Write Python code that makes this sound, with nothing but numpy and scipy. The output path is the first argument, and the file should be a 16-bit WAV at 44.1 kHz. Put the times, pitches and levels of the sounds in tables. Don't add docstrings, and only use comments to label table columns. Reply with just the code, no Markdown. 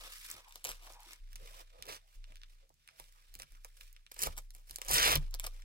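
import sys
import numpy as np
from scipy import signal
from scipy.io import wavfile
from scipy.ndimage import uniform_filter1d, map_coordinates

SR = 44100
rng = np.random.default_rng(int(sys.argv[2]) if len(sys.argv) > 2 else 0)


def dump(signal):
    limited = np.clip(np.atleast_2d(signal).T, -1, 1)
    pcm = np.round(limited * 32767).astype(np.int16)
    wavfile.write(sys.argv[1], SR, pcm)


N = 248724


def peel():
    tear = crackle(rate=6900.0, spread_db=3.0, bunch_db=0.66, bunch_rate=300.0, burst_s=0.00016)
    lone_hooks = crackle(rate=260.0, spread_db=9.0, bunch_db=2.2, bunch_rate=160.0, burst_s=0.00021)
    tear_gains, lone_gains = pulls()
    return tear_gains * tear + lone_gains * lone_hooks


# (start [s], length [s], first level [dB], last level [dB],
# thud [dB re level], sizzle [dB re level], lone hooks [dB re the tear])
PEELS = [(0.65, 0.056, -51.5, -48.5, -3, 2, -7.5), (1.885, 0.08, -47, -52.5, -10, -5, -17),
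         (3.395, 0.04, -56.5, -64, -7.5, -3, -15), (4.19, 0.074, -51, -41.5, -9, 2.5, -3),
         (4.375, 0.0069, -55.5, -49.5, -4, 2, -12), (5.44, 0.022, -49.5, -59, -1, 0, -7)]
PEEL_RISE_DB_S, PEEL_FALL_DB_S = 1500.0, 914
# (time [s], level [dB], thud [dB re level], sizzle [dB re level])
TEAR = [(4.878, -52, 0, -5), (4.887, -46, -4, 4), (4.904, -40, -2.5, 2.5), (4.939, -30.5, -8.5, 3.5),
        (5.002, -29, -10.5, -7), (5.03, -24, -15, -12.5), (5.09, -29, -4.5, -4), (5.138, -31, -6.5, -6),
        (5.16, -39.5, -9, -12), (5.184, -54, -12, -18)]
TEAR_LONE_DB = -15


def pulls():
    level_db, thud_db, sizzle_db = curve(TEAR, outside=-120.0)
    long_tear = undb(level_db + np.array([thud_db, 0 * level_db, sizzle_db]))
    short_pulls = strokes(PEELS, PEEL_RISE_DB_S, PEEL_FALL_DB_S)
    return short_pulls + np.array([long_tear, long_tear * undb(TEAR_LONE_DB)])


# (time [s], level over the first 3 ms [dB], sizzle [dB re level])
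SNAPS = [(0.3015, -46, 5), (0.485, -69, 10), (0.494, -69, 12), (0.509, -58, -10), (0.524, -52.5, -3),
         (0.5575, -51.5, 11.5), (0.643, -45.5, 9.5), (0.648, -56, 13), (0.6502, -40, 4), (0.6558, -47, 2),
         (0.67, -44, 1), (0.691, -39, 1), (0.7163, -43, -1), (0.834, -61, -9), (0.9232, -72, 19),
         (0.935, -67.5, 15), (1.0048, -66, 13), (1.032, -67, 12), (1.1083, -48.5, -17), (1.1329, -47.5, -2),
         (1.3305, -50, -4), (1.357, -47.5, 0), (1.3604, -51.5, 0.5), (1.824, -42, -3), (1.855, -53, -3),
         (1.867, -55, 1), (1.889, -55, -20), (2.2414, -54, -27), (2.3569, -58, 2), (2.369, -57, -9),
         (2.4164, -58.5, -12), (2.434, -51.5, -11), (2.693, -82.5, 18.5), (2.7412, -83.5, 18.5),
         (2.8759, -54.5, -3), (2.888, -50, -23), (2.9988, -48.5, 1.5), (3.0412, -59, -7), (3.3408, -66, 20),
         (3.3522, -55.5, 15), (3.39, -64.5, 15.5), (3.3988, -43.5, -7), (3.42, -42.5, -5.5),
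         (3.4317, -49, -6), (3.5209, -65.5, 8), (3.55, -61, -20), (3.6469, -48, 6), (3.8097, -47.5, -12),
         (3.9285, -76, 21), (3.964, -56.5, -8), (4.0647, -54.5, -10), (4.115, -50, -2),
         (4.1183, -48.5, 5.5), (4.143, -62.5, 12.5), (4.164, -54, -4), (4.179, -55, -2), (4.1918, -47, 9),
         (4.206, -49, 5), (4.219, -48, 17.5), (4.224, -44, 18), (4.2309, -46, 16), (4.2345, -36.5, 11),
         (4.2361, -34, 4), (4.2517, -56, 4), (4.2632, -46, -4), (4.2706, -42, 4.5), (4.3673, -59, 7),
         (4.379, -46.5, 10), (4.3865, -60, 17), (4.5055, -57, 4.5), (4.5496, -59.5, 10.5), (4.6963, -57, 7),
         (4.7097, -49, 8), (4.7595, -47, 13.5), (4.7849, -47.5, 2), (4.8166, -37, -2), (4.849, -58, 11),
         (4.8625, -53, 5), (4.8838, -48.5, 15), (4.893, -39.5, 2.5), (4.9131, -34, 7), (4.921, -34, 0),
         (4.9345, -36, 7), (4.9418, -30, 5), (5.144, -37, -5), (5.1552, -38, 16), (5.159, -25.5, -28),
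         (5.1727, -52, 10), (5.3104, -73, 20.5), (5.3415, -46, 7.5), (5.3478, -48.5, 8), (5.39, -54, -9),
         (5.3978, -41.5, 6.5), (5.442, -41, -2), (5.4493, -48, 4), (5.4653, -51, 14), (5.4679, -39, 3.5),
         (5.6212, -51.5, -23)]
SNAP_THUD_DB = -23
# (time [s], level over the first 3 ms [dB])
TAPS = [(0.5561, -53), (0.6509, -44), (0.69, -46), (0.849, -58), (0.873, -57), (0.902, -56), (0.925, -58),
        (0.96, -61.5), (1.1179, -66.5), (1.357, -60), (1.8895, -43), (2.703, -61.5), (2.9977, -49),
        (3.3996, -52.5), (3.6485, -53), (4.115, -54), (4.166, -56), (4.1915, -55), (4.2388, -41.5),
        (4.2706, -34.5), (4.3763, -45), (4.7095, -58), (4.784, -48), (4.8152, -47), (4.8846, -54),
        (4.9041, -35), (5.1547, -28), (5.342, -47), (5.3483, -45.5), (5.3953, -47.5), (5.4494, -44),
        (5.469, -38.5)]
CRACK_T60_S = 0.0013
FIZZ_DB, FIZZ_T60_S = -13, 0.013
TAP_FIZZ_DB, TAP_T60_S = -11, 0.02


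def snaps():
    t = np.arange(4096) / SR
    out = np.zeros((3, N + len(t)))
    hits = []
    for s, db, sizzle_db in SNAPS:
        gains = undb(db + np.array([SNAP_THUD_DB, 0, sizzle_db]))
        hits.append((s, gains, FIZZ_DB, FIZZ_T60_S))
    for s, db in TAPS:
        thud_only = undb(db) * np.array([1, 0, 0])
        hits.append((s, thud_only, TAP_FIZZ_DB, TAP_T60_S))
    crack = np.exp(-np.log(1000) * t / CRACK_T60_S)
    for s, gains, fizz_db, t60 in hits:
        grain = rng.standard_normal(len(t))
        fizz = undb(fizz_db) * np.exp(-np.log(1000) * t / t60)
        burst = np.sign(grain) * crack + grain * fizz
        burst = burst / np.sqrt(np.mean(burst[t < 0.003] ** 2))
        start = int(s * SR)
        out[:, start:start + len(t)] += np.outer(gains, burst)
    return out[:, :N]


# (start [s], length [s], first level [dB], last level [dB],
# thud [dB re level], sizzle [dB re level])
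RUBS = [(0.0, 0.093, -54, -56, -7, -3), (0.12, 0.21, -56.5, -58, -33, 1),
        (0.31, 0.081, -65, -60, -2.5, -4.5), (0.5, 0.075, -82, -71.5, -3, 7),
        (0.73, 0.046, -58, -72, -8.5, -0.5), (0.83, 0.11, -62.5, -65, -2.5, -0.5),
        (1.0, 0.12, -74.5, -57, -12.5, -2.5), (1.31, 0.0067, -74.5, -69, -8, -3),
        (1.4, 0.073, -66.5, -62.5, -5, -2), (1.5, 0.1, -67.5, -59, -2.5, -1),
        (1.74, 0.18, -78, -59.5, 5, -11.5), (2.08, 0.071, -82, -75, -7.5, 2.5),
        (2.28, 0.051, -76, -72.5, -4, -7.5), (2.5, 0.031, -77, -76.5, -7, 0),
        (2.6, 0.037, -87.5, -74, -8.5, -26), (2.96, 0.049, -77.5, -64.5, -4, 1.5),
        (3.05, 0.24, -82.5, -93, -7, 9.5), (3.34, 0.023, -82, -80, 4, 8), (3.5, 0.075, -79, -81, -20, 4),
        (3.645, 0.042, -74, -74, -9, 3.5), (3.75, 0.063, -78, -66.5, -13, 5.5),
        (3.83, 0.057, -80, -73.5, -28, 1.5), (4.112, 0.056, -77, -63, -22, -2.5),
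        (4.29, 0.03, -63, -58.5, -5, -3), (4.4, 0.054, -74, -76, -7, 3),
        (4.55, 0.067, -68.5, -77.5, -2, 3.5), (4.68, 0.06, -71, -62.5, -7, 5.5),
        (4.79, 0.084, -72.5, -53, -0.5, 0), (5.19, 0.076, -61, -65, -7.5, -6.5),
        (5.343, 0.025, -58.5, -73, -7, -33), (5.395, 0.033, -64, -65, -23, -25),
        (5.48, 0.12, -68, -67, -7, -3)]
RUB_RISE_DB_S, RUB_FALL_DB_S = 542, 432


def rub_gains():
    return strokes(RUBS, RUB_RISE_DB_S, RUB_FALL_DB_S)[0]


# (time [s], level [dB])
RUSTLE = [(0, -66.5), (1.15, -70.5), (1.28, -77), (1.68, -73), (2.0, -75), (2.62, -77.5), (2.68, -109),
          (2.82, -76), (2.9, -72), (3.45, -72), (3.62, -80), (4.0, -75.5), (4.1, -87), (4.45, -86),
          (4.52, -97), (4.65, -83), (5.33, -97), (5.64, -75)]
RUSTLE_THUD_DB, RUSTLE_SIZZLE_DB = -15.5, -11
RUB_LONE_DB = -7


def rub():
    rustle = undb(curve(RUSTLE) + np.array([[RUSTLE_THUD_DB], [0], [RUSTLE_SIZZLE_DB]]))
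    grain = crackle(rate=12000.0, spread_db=1.5, bunch_db=3.02, bunch_rate=200.0, burst_s=0.00016)
    catches = crackle(rate=90.0, spread_db=3.0, bunch_db=2.2, bunch_rate=6.7, burst_s=0.0003)
    catches = catches * np.array([[0], [0.3], [1]])
    return (rub_gains() + rustle) * (grain + undb(RUB_LONE_DB) * catches)


# (start [s], length [s], level [dB], tone [Hz])
SCUFFS = [(0.29, 0.07, -74.5, 330), (0.46, 0.033, -63.5, 950), (0.839, 0.084, -67, 760),
          (0.956, 0.09, -65.5, 900), (1.07, 0.047, -74, 332), (1.41, 0.043, -64.5, 506),
          (1.508, 0.093, -66.5, 586), (1.734, 0.07, -66, 563), (1.878, 0.019, -54, 450),
          (2.03, 0.039, -78, 700), (2.297, 0.022, -70, 597), (2.617, 0.038, -77.5, 530),
          (2.905, 0.04, -79, 680), (3.154, 0.033, -72, 1090), (3.55, 0.015, -70, 1350),
          (3.785, 0.041, -78, 514), (4.218, 0.042, -54, 430)]
SCUFF_Q = 3


def scuff():
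    grain = crackle(rate=900.0, spread_db=1.8, bunch_db=2.2, bunch_rate=66.0, burst_s=0.002)
    out = np.zeros(N)
    for s, length, db, hz in SCUFFS:
        gain = strokes([(s, length, db, db, 0, 0)], RUB_RISE_DB_S, RUB_FALL_DB_S)[0, 1]
        near = slice(int((s - 0.1) * SR), int((s + length + 0.25) * SR))
        width = hz / SCUFF_Q
        tone = band(band((gain * grain)[near], hz, width), hz, width)
        out[near] += tone * np.sqrt(SR * SCUFF_Q / (hz * np.pi / 2))
    return out


# (time [s], level [dB])
SWAYS = [(0, -54.5), (0.25, -60.5), (0.5, -61.5), (0.7, -50.5), (1.21, -47.5), (1.33, -48.5), (1.62, -56),
         (1.98, -63), (2.165, -47.5), (2.58, -59.5), (2.66, -73.5), (3.0, -58), (3.3, -56), (3.45, -80),
         (3.511, -51.5), (3.828, -52.5), (4.04, -68), (4.16, -55.5), (4.26, -43.5), (4.5, -51.5),
         (4.79, -58), (4.86, -48), (5.05, -49), (5.17, -34.5)]
SWAY_HZ = 29.5
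SWAY_T60_S, SWAY_SETTLE_S = 2.02, 0.026


def sway():
    t = np.arange(N) / SR
    since, size_db = np.transpose(SWAYS)
    last = np.maximum(np.searchsorted(since, t, side="right") - 1, 0)
    size = undb(size_db[last] - 60 * (t - since[last]) / SWAY_T60_S)
    size = uniform_filter1d(size, int(SWAY_SETTLE_S * SR))
    turn = 2 * np.pi * np.cumsum(SWAY_HZ * (1 + 0.0359 * walk(4.1))) / SR
    swing = np.sqrt(2) * np.sin(turn + 0.18 * np.array([[1], [-1]]))
    return size * undb(1.0 * walk(12.0)) * swing


# (time [s], peak of the push [dB], rumble that follows [dB])
THUMPS = [(0.343, -45, -83), (0.644, -51, -65), (1.3, -53.5, -79), (1.345, -46, -68), (1.419, -52, -61),
          (1.791, -54, -58.5), (1.868, -66, -75), (2.16, -74, -70), (2.302, -48, -70), (2.701, -62, -75),
          (2.997, -51, -72), (3.355, -51.5, -62), (3.41, -76, -64), (3.515, -68, -65),
          (4.231, -30.5, -44.5), (4.262, -32.5, -44), (4.549, -66, -72), (4.702, -59.5, -57),
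          (4.89, -40, -49.5), (4.918, -33, -54), (5.153, -17.5, -35.5), (5.163, -33, -41),
          (5.456, -58, -76)]
PUSH_S = 0.0045
# (frequency [Hz], width [Hz], relative gain [dB])
KNOCK_MODES = [(44, 17.4, 4), (75.4, 5.8, 0.5), (93, 5.7, -5.5), (145.5, 15.2, -2), (209, 80, -16)]
KNOCK_FLOOR_DB, KNOCK_TEAR_DB, KNOCK_RUB_DB = -82, -9.5, -27
KNOCK_T60_S = 0.17


def knocks():
    s, peak_db, rumble_db = np.transpose(THUMPS)
    pushes, rumbles = np.zeros((2, N))
    pushes[(s * SR).astype(int)] = undb(peak_db)
    rumbles[(s * SR).astype(int)] = undb(rumble_db)
    pushes = signal.fftconvolve(pushes, np.hanning(int(PUSH_S * SR)))[:N]
    shake = undb(KNOCK_FLOOR_DB) + undb(KNOCK_TEAR_DB) * pulls()[0, 0]
    shake = shake + undb(KNOCK_RUB_DB) * rub_gains()[1]
    shake = shake + signal.lfilter([1], [1, -1000 ** (-1 / (KNOCK_T60_S * SR))], rumbles)
    mid = shake * rng.standard_normal(N)
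    side = shake * rng.standard_normal(N)
    opposite = np.array([[1], [-1]])
    drive = mid + undb(-13.0) * side * opposite + undb(-25.5) * pushes
    knock = ring(drive, KNOCK_MODES, patchy_db=-1.0)
    knock = knock + undb(-6.0) * ring(side, KNOCK_MODES[1:2], patchy_db=-0.5) * opposite
    return knock + undb(-18.5) * band(pushes, 110, 370)


# (time [s], left lags right [ms], left minus right [dB])
PLACES = [(0, .18, -.5), (.47, -.25, 0), (.87, .16, -.5), (1.19, .45, -3), (4.08, .41, -2),
          (4.33, -.23, -1), (4.42, .43, -1), (5.27, -.23, 0), (5.52, .43, 0)]
HOOK_SPREAD_MS, CLOTH_SPREAD_MS, JUMPS_PER_S = 0.019, 0.072, 500


def place(x, spread_ms):
    s, lag_ms, pan_db = np.transpose(PLACES)
    n = np.arange(N)
    now = np.searchsorted(s * SR, n, side="right") - 1
    late = n - (lag_ms[now] + spread_ms * walk(JUMPS_PER_S)) * SR / 1000
    left = map_coordinates(x, [late], order=3, mode="nearest")
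    return np.array([left * undb(pan_db[now] / 2), x * undb(-pan_db[now] / 2)])


# (frequency [Hz], width [Hz], relative gain [dB])
THUD = [(336, 89, -10), (493, 99, 3.5), (744, 820, 1), (1211, 306, 3.5)]
BODY = [(1310, 1480, 1), (2525, 424, 7), (3034, 368, 0.5), (3593, 280, 7.5), (5180, 6100, -2),
        (6440, 700, -0.5)]
SIZZLE = [(7800, 9300, -62), (7960, 13500, 75), (11000, 7300, -3), (16600, 2900, 21)]
# (low [Hz], high [Hz])
EDGES_HZ = [(260, 1300), (1300, 6800), (5600, 18000)]


def colour(drive, patchy_db):
    out = np.zeros(N)
    for x, modes, edges in zip(drive, (THUD, BODY, SIZZLE), EDGES_HZ):
        edge_filter = signal.butter(2, edges, "band", fs=SR, output="sos")
        out += signal.sosfilt(edge_filter, ring(x, modes, patchy_db))
    return out


ROOM_T60_S, ROOM_DB, ROOM_HZ = 0.06, -12.5, 9100


def room(x):
    t = np.arange(SR // 3) / SR
    decay = np.exp(-np.log(1000) * t / ROOM_T60_S)
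    tail = rng.standard_normal((2, len(t))) * decay * np.minimum(t / 0.008, 1)
    tail = signal.lfilter(*signal.butter(1, ROOM_HZ, fs=SR), tail)
    tail = tail * undb(ROOM_DB) / np.sqrt(np.sum(tail ** 2) / 2)
    return signal.fftconvolve(x[None], tail, axes=1)[:, :N]


def hiss():
    return undb(-75.5) * band(rng.standard_normal((2, N)), 4300, 7160)


def strokes(rows, rise_db_s, fall_db_s):
    t, out = np.arange(N) / SR, np.zeros((2, 3, N))
    for s, length, first_db, last_db, thud_db, sizzle_db, *extra_db in rows:
        near = slice(max(int((s - 0.1) * SR), 0), int((s + length + 0.2) * SR))
        u = t[near] - s
        db = np.interp(u, [0, length], [first_db, last_db])
        db = db + rise_db_s * np.minimum(u, 0) - fall_db_s * np.maximum(u - length, 0)
        gains = undb(db + np.array([[thud_db], [0], [sizzle_db]]))
        out[0, :, near] += gains
        out[1, :, near] += gains * undb(sum(extra_db))
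    return out


def crackle(rate, spread_db, bunch_db, bunch_rate, burst_s):
    hits = (rng.random(N) < rate / SR) * undb(2 * spread_db * rng.exponential(size=N))
    power = signal.lfilter([1], [1, -np.exp(-1 / (burst_s * SR))], hits)
    return unit(np.sqrt(power) * rng.standard_normal(N) * undb(bunch_db * walk(bunch_rate)))


def ring(drive, modes, patchy_db):
    impulse = (np.arange(16384) == 0) * 1.0
    response, out = 0, 0
    for k, (hz, width, db) in enumerate(modes):
        sign = (-1) ** k
        response = response + sign * undb(db) * band(impulse, hz, width)
        out = out + sign * undb(db + patchy_db * walk(200)) * band(drive, hz, width)
    return out / np.sqrt(np.sum(response ** 2))


def band(x, hz, width):
    return signal.lfilter(*signal.iirpeak(hz, hz / width, fs=SR), x)


def walk(rate):
    k = int(SR / rate)
    steps = np.repeat(rng.standard_normal(N // k + 1), k)
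    return 1.066 * uniform_filter1d(steps, k)[:N]


def curve(rows, outside=None):
    s, *columns = np.transpose(rows)
    return np.array([np.interp(np.arange(N) / SR, s, c, outside, outside) for c in columns])


def undb(db):
    return 10 ** (np.asarray(db) / 20)


def unit(x):
    return x / np.sqrt(np.mean(x ** 2))


def scene():
    hooks = colour(peel(), patchy_db=1.5) + colour(snaps(), patchy_db=0.5)
    cloth = colour(rub(), patchy_db=-0.7) + scuff()
    direct = place(hooks, HOOK_SPREAD_MS) + place(cloth, CLOTH_SPREAD_MS)
    board = sway() + knocks()
    return direct + room(hooks + cloth) + board + hiss()


def record(dry):
    return signal.sosfilt(signal.ellip(10, 0.2, 70, 15900, fs=SR, output="sos"), dry)


dry = scene()
out = record(dry)
dump(out)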